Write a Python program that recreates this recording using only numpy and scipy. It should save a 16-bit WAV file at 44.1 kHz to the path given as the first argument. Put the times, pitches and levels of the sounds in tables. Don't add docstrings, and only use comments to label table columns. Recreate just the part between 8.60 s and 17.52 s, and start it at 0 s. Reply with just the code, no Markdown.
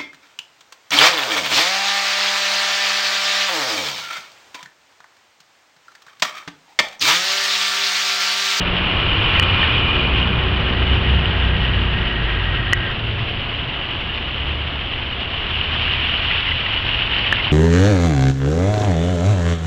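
import sys
import numpy as np
from scipy import signal
from scipy.fft import rfft, irfft, next_fast_len
from scipy.io import wavfile

SR = 44100
rng = np.random.default_rng(int(sys.argv[2]) if len(sys.argv) > 2 else 0)


def transcribe(signal):
    frames = np.atleast_2d(signal).T
    limited = np.clip(frames, -1, 1)
    pcm = np.round(limited * 32767).astype(np.int16)
    wavfile.write(sys.argv[1], SR, pcm)


N = 393314
TIME = np.arange(N) / SR


def from_db(db):
    return 10 ** (np.asarray(db) / 20)


def rms_one(x):
    return x / np.sqrt(np.mean(x ** 2) + 1e-20)


def level_curve(rows):
    times, levels = np.transpose(rows)
    return np.interp(TIME, times, levels)


def during(rows):
    start, end = rows[0][0], rows[-1][0]
    return np.interp(TIME, [start - .2, start, end, end + .2], [0, 1, 1, 0])


def coloured(x, spectrum):
    hz, db = np.transpose(spectrum)
    size = 2 * next_fast_len(N // 2 + 4096)
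    bins = np.maximum(np.fft.rfftfreq(size, 1 / SR), 1)
    gain = from_db(np.interp(np.log(bins), np.log(hz), db))
    cepstrum = irfft(np.log(gain), size)[:size // 2]
    response = np.exp(2 * rfft(cepstrum, size) - cepstrum[0])
    return irfft(rfft(x, size) * response, size)[:N]


def drift(rate):
    step = 40
    r = np.exp(-2 * step * np.pi * rate / SR)
    noise = rng.standard_normal(N // step + 2002)
    slow = signal.lfilter([1], [1, -2 * r, r * r], noise)[2000:]
    return np.interp(np.arange(N) / step, np.arange(len(slow)), rms_one(slow))


def ring(clicks, hz, t60):
    r = from_db(-60 / (t60 * SR))
    w = 2 * np.pi * hz / SR
    return signal.lfilter([0, np.sin(w)], [1, -2 * r * np.cos(w), r * r], clicks + 1e-18)


def resonant_noise(modes):
    out = np.zeros(N)
    for hz, width, db in modes:
        r = np.exp(-np.pi * width / SR)
        poles = [1, -2 * r * np.cos(2 * np.pi * hz / SR), r * r]
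        mode = signal.lfilter([1, 0, -1], poles, rng.standard_normal(N))
        out += from_db(db) * (1 - r * r) * mode
    return rms_one(out)


def add(track, s, sound):
    at = int(s * SR)
    track[at:at + len(sound)] += sound[:N - at]


def bubbles(per_s, low_hz, high_hz, cycles, size_spread_db, count):
    sizes = from_db(size_spread_db * np.minimum(rng.exponential(1, N), 4))
    signs = rng.choice([-1, 1], N)
    births = sizes * signs * (rng.random(N) < per_s / SR)
    dealt = rng.integers(0, count, N)
    out = np.zeros(N)
    for k, hz in enumerate(np.linspace(low_hz, high_hz, count)):
        out += ring(births * (dealt == k), hz, cycles / hz) * np.sqrt(hz)
    return rms_one(out)


TREBLE_EDGE_HZ = 5750

# (time [s], level [dB])
WATER_LEVEL = [(0.05, -24), (1.01, -20), (1.65, -25.5), (2.46, -24), (3.38, -26), (4.39, -27.5),
               (6.56, -27), (7.4, -21), (8.09, -22), (8.9, -21.5)]
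# (frequency [Hz], gain [dB])
WATER_COLOUR = [(250, -16), (650, -7), (1100, -2.5), (1450, -3), (2300, 0), (3500, 5), (6500, -2)]
# (frequency [Hz], width [Hz], relative level [dB])
HOLLOW_MODES = [(583, 25, -1.5), (684, 33, 0), (1074, 37, -4.5)]


def splash(level_db=0.46, hollow_db=-44, spray_db=-5, fizz_db=-5, gurgle_db=-11, wash_db=-6,
           surge_db=1.5, surge_rate=16):
    spray = bubbles(per_s=3000, low_hz=900, high_hz=6300, cycles=3.0, size_spread_db=2.5, count=14)
    fizz = bubbles(per_s=2200, low_hz=1554, high_hz=5600, cycles=16, size_spread_db=3.0, count=36)
    gurgle = bubbles(per_s=700, low_hz=574, high_hz=2214, cycles=20, size_spread_db=2.5, count=28)
    lowpass = signal.butter(4, TREBLE_EDGE_HZ, fs=SR, output="sos")
    wash = rms_one(signal.sosfilt(lowpass, rng.standard_normal(N)))
    lumps = from_db(surge_db * drift(surge_rate))
    impact = from_db(spray_db) * spray + from_db(fizz_db) * fizz + from_db(gurgle_db) * gurgle
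    water = rms_one(coloured(lumps * impact + from_db(wash_db) * wash, WATER_COLOUR))
    hollow = from_db(hollow_db) * resonant_noise(HOLLOW_MODES)
    return from_db(level_curve(WATER_LEVEL) + level_db) * water + hollow


SMALL_SLAPS_PER_S, SMALL_SLAP_DB = 2.3, -18
# (time [s], level [dB])
HEAVY_SLAPS = [(2.6568, -9), (7.0125, -7.5), (7.568, -13.5), (8.4194, -7), (8.4229, -6), (8.577, -16.5)]
# (time [s], level [dB], starting pitch [Hz])
PLIPS = [(0.7547, -16, 2050), (1.0301, -8, 1800), (7.7104, -9.5, 1940), (7.877, -12.5, 2070),
         (7.9169, -10, 2000), (8.0631, -11.5, 1945), (8.7994, -11, 2090)]


def drops(slap_db=-3, slap_hz=3000, slap_s=0.0004, plip_db=-4, rise_per_s=1.6):
    out = np.zeros(N)
    t = TIME[:SR // 16]
    impact = t / slap_s * np.exp(1 - t / slap_s)
    falls = rng.random(N) < SMALL_SLAPS_PER_S / SR
    lighter = [(s, SMALL_SLAP_DB) for s in TIME[falls]]
    for s, db in [*HEAVY_SLAPS, *lighter]:
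        hz = slap_hz * rng.normal(1, .05)
        add(out, s, from_db(db + slap_db) * impact * np.sin(2 * np.pi * hz * t))
    for s, db, hz in PLIPS:
        fade = np.exp(-t * hz / 12)
        tone = np.sin(2 * np.pi * hz * t * (1 + rise_per_s * t / 2))
        add(out, s, from_db(db + plip_db) * fade * tone)
    return out


ZOOM_START_S, ZOOM_ATTACK_S, ZOOM_STOP_S, ZOOM_RELEASE_S = 1.5, 0.26, 4.31, 0.034
ZOOM_END_DB, ZOOM_RISE_DB_PER_S = -28.5, 3.5
# (frequency [Hz], width [Hz], relative level [dB])
ZOOM_MODES = [(1320, 74, -8), (1613, 60, -3.5), (1887, 35, -0.5), (1880, 100, -5.5)]
# (time [s], ring level [dB], ring pitch [Hz], ring t60 [s], crack gain [dB])
HOUSING_TICKS = [(0.797, -6, 1910, 0.024, -1.5), (4.1265, -12.5, 1970, 0.024, -13),
                 (4.1321, 2.5, 1930, 0.036, -3.5), (8.7258, 0, 1747, 0.02, -9)]
# (frequency [Hz], level before crack gain [dB], t60 [s])
CRACK_MODES = [(2940, -0.5, 0.0078), (4300, 3, 0.012), (5240, -5, 0.0023)]


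def camera():
    start = np.clip((TIME - ZOOM_START_S) / ZOOM_ATTACK_S, 0, 1)
    stop = np.clip(1 - (TIME - ZOOM_STOP_S) / ZOOM_RELEASE_S, 0, 1)
    zoom_db = ZOOM_END_DB + ZOOM_RISE_DB_PER_S * (TIME - ZOOM_STOP_S)
    whirr = from_db(zoom_db) * start * stop * resonant_noise(ZOOM_MODES)
    ticks = np.zeros(N)
    blow = signal.unit_impulse(SR // 16)
    crack = sum(from_db(db) * ring(blow, hz, t60) for hz, db, t60 in CRACK_MODES)
    for s, ring_db, hz, t60, crack_db in HOUSING_TICKS:
        add(ticks, s, from_db(ring_db) * ring(blow, hz, t60) + from_db(crack_db) * crack)
    return whirr + ticks


def passing(at_s, swell_s):
    return (1 + ((TIME - at_s) / swell_s) ** 2 / 2) ** -2


def engine(hz, orders, wobble, flutter_db):
    phase = 2 * np.pi * np.cumsum(hz * (1 + wobble * drift(8.6))) / SR
    out = np.zeros(N)
    for multiple, order_db in orders:
        gain = from_db(order_db + flutter_db * drift(5))
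        out += gain * np.sin(multiple * phase + 2 * np.pi * rng.random())
    return np.sqrt(2) * out


NEAR_TOP_S, NEAR_TOP_HZ, NEAR_CLIMB_HZ_PER_S, NEAR_SAG_HZ_PER_S = 2.48, 66.7, 5, 12.2
DRONE_HZ, DRONE_SAG_HZ_PER_S, DRONE_AT_S, DRONE_SWELL_S, DRONE_DB = 31.47, .9, 2.3, 1.51, -35
# (time [s], level [dB])
NEAR_ENGINE_LEVEL = [(1.4, -26), (1.51, -21), (2.24, -23), (2.31, -14), (2.41, -25), (2.53, -12.5),
                     (2.72, -25.5), (2.86, -16), (3.05, -21), (3.26, -18.5), (3.3, -27), (3.64, -20.5),
                     (4.3, -32)]
# (multiple of the firing rate, relative level [dB])
ENGINE_ORDERS = [(1, 0.5), (2, -14), (3, -24.5)]
# (multiple of its turning rate, relative level [dB])
DRONE_ORDERS = [(3, 7.5), (4, 2), (5, 1.5), (6, 0.5), (7, -5.5), (8, -5.5), (12, -1.5), (15, -8)]
# (time nearest [s], level [dB], swell [s], firing rate when nearest [Hz], change [Hz/s])
FAR_ENGINES = [(0.05, -29.5, .25, 181, -1), (1.05, -26.5, .6, 81.86, -20.5), (4.1, -30, .45, 92.5, -3.5),
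               (4.6, -29.5, .3, 110.3, 7.5), (5.95, -28.5, .35, 72, -2), (7.3, -29.5, .7, 77, 10),
               (8.6, -33.5, .5, 52.8, -1.5)]


def engines(near_db=-1):
    since_top = TIME - NEAR_TOP_S
    near_hz = NEAR_TOP_HZ + np.minimum(NEAR_CLIMB_HZ_PER_S * since_top, -NEAR_SAG_HZ_PER_S * since_top)
    near_gain = from_db(level_curve(NEAR_ENGINE_LEVEL) + near_db) * during(NEAR_ENGINE_LEVEL)
    out = near_gain * engine(near_hz, ENGINE_ORDERS, wobble=.005, flutter_db=-0.1)
    drone_hz = DRONE_HZ - DRONE_SAG_HZ_PER_S * np.abs(TIME - DRONE_AT_S)
    drone_gain = from_db(DRONE_DB) * passing(DRONE_AT_S, DRONE_SWELL_S)
    out += drone_gain * engine(drone_hz, DRONE_ORDERS, wobble=.007, flutter_db=3.0)
    for s, db, swell_s, hz, hz_per_s in FAR_ENGINES:
        glide = hz_per_s * np.clip(TIME - s, -2 * swell_s, 2 * swell_s)
        far = engine(hz + glide, ENGINE_ORDERS, wobble=0.0072, flutter_db=1.0)
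        out += from_db(db) * passing(s, swell_s) * far
    return out


TYRES_AT_S, TYRES_SWELL_S, TYRES_DB = 0.98, 0.71, -24.5
# (time [s], level [dB])
RUMBLE_LEVEL = [(0.2, -27), (0.85, -24), (0.96, -25.5), (1.23, -26.5), (3.07, -27.5), (4.73, -30),
                (5.21, -33.5), (8.8, -31)]
# (frequency [Hz], gain [dB])
RUMBLE_COLOUR = [(12, -9.5), (25, -5), (40, 1), (70, -1), (120, -1), (160, -14), (250, -26.5), (500, -41)]
# (time [s], level [dB])
ROAR_LEVEL = [(0.27, -28), (2.14, -28), (4.52, -34), (7.91, -35.5), (8.9, -33.5)]
# (frequency [Hz], gain [dB])
ROAR_COLOUR = [(90, -10.5), (180, 1), (270, 0), (400, -1.5), (600, -5.5), (1000, -5.5), (1500, -7),
               (2300, -15), (5000, -26.5)]
# (frequency [Hz], width [Hz], relative level [dB])
TYRE_MODES = [(1081, 92, -3), (1330, 110, -5.5), (2429, 55, 3), (2920, 220, -7)]


def road(rumble_db=3.0, roar_db=2):
    rumble = rms_one(coloured(rng.standard_normal(N), RUMBLE_COLOUR))
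    roar = rms_one(coloured(rng.standard_normal(N), ROAR_COLOUR))
    tyres = from_db(TYRES_DB) * passing(TYRES_AT_S, TYRES_SWELL_S) * resonant_noise(TYRE_MODES)
    rumble_gain = from_db(level_curve(RUMBLE_LEVEL) + rumble_db)
    roar_gain = from_db(level_curve(ROAR_LEVEL) + roar_db)
    return rumble_gain * rumble + roar_gain * roar + tyres


def scene():
    return (splash() + drops() + camera() + engines() + road())[None]


def limited(x, threshold_db=-2.5, attack_s=0.0013, release_db_per_s=250):
    over = np.maximum(20 * np.log10(np.abs(x) + 1e-9) - threshold_db, 0)
    release = release_db_per_s * TIME
    held = np.maximum.accumulate(over + release) - release
    r = np.exp(-1 / (attack_s * SR))
    return x * from_db(-signal.lfilter([1 - r], [1, -r], held))


KNEE, OVERLOAD = .66, .715


def rounded(x):
    kept = np.clip(x, -KNEE, KNEE)
    room = OVERLOAD - KNEE
    return kept + room * np.tanh((x - kept) / room)


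CUTOFF_HZ = 16000
# (frequency [Hz], gain [dB])
MICROPHONE = [(1000, 0), (2200, 1), (2600, 4), (2950, 8.5), (3300, -0.5), (3650, -7.5), (4000, -12),
              (4700, -19.5), (5500, -27)]


def record(dry):
    heard = coloured(dry[0], MICROPHONE)
    treble_loss = signal.cheby1(12, .2, TREBLE_EDGE_HZ, fs=SR, output="sos")
    heard = signal.sosfilt(treble_loss, heard)
    squashed = rounded(limited(heard))
    cutoff = signal.cheby2(12, 70, CUTOFF_HZ, fs=SR, output="sos")
    return signal.sosfilt(cutoff, squashed)[None]


dry = scene()
out = record(dry)
transcribe(out)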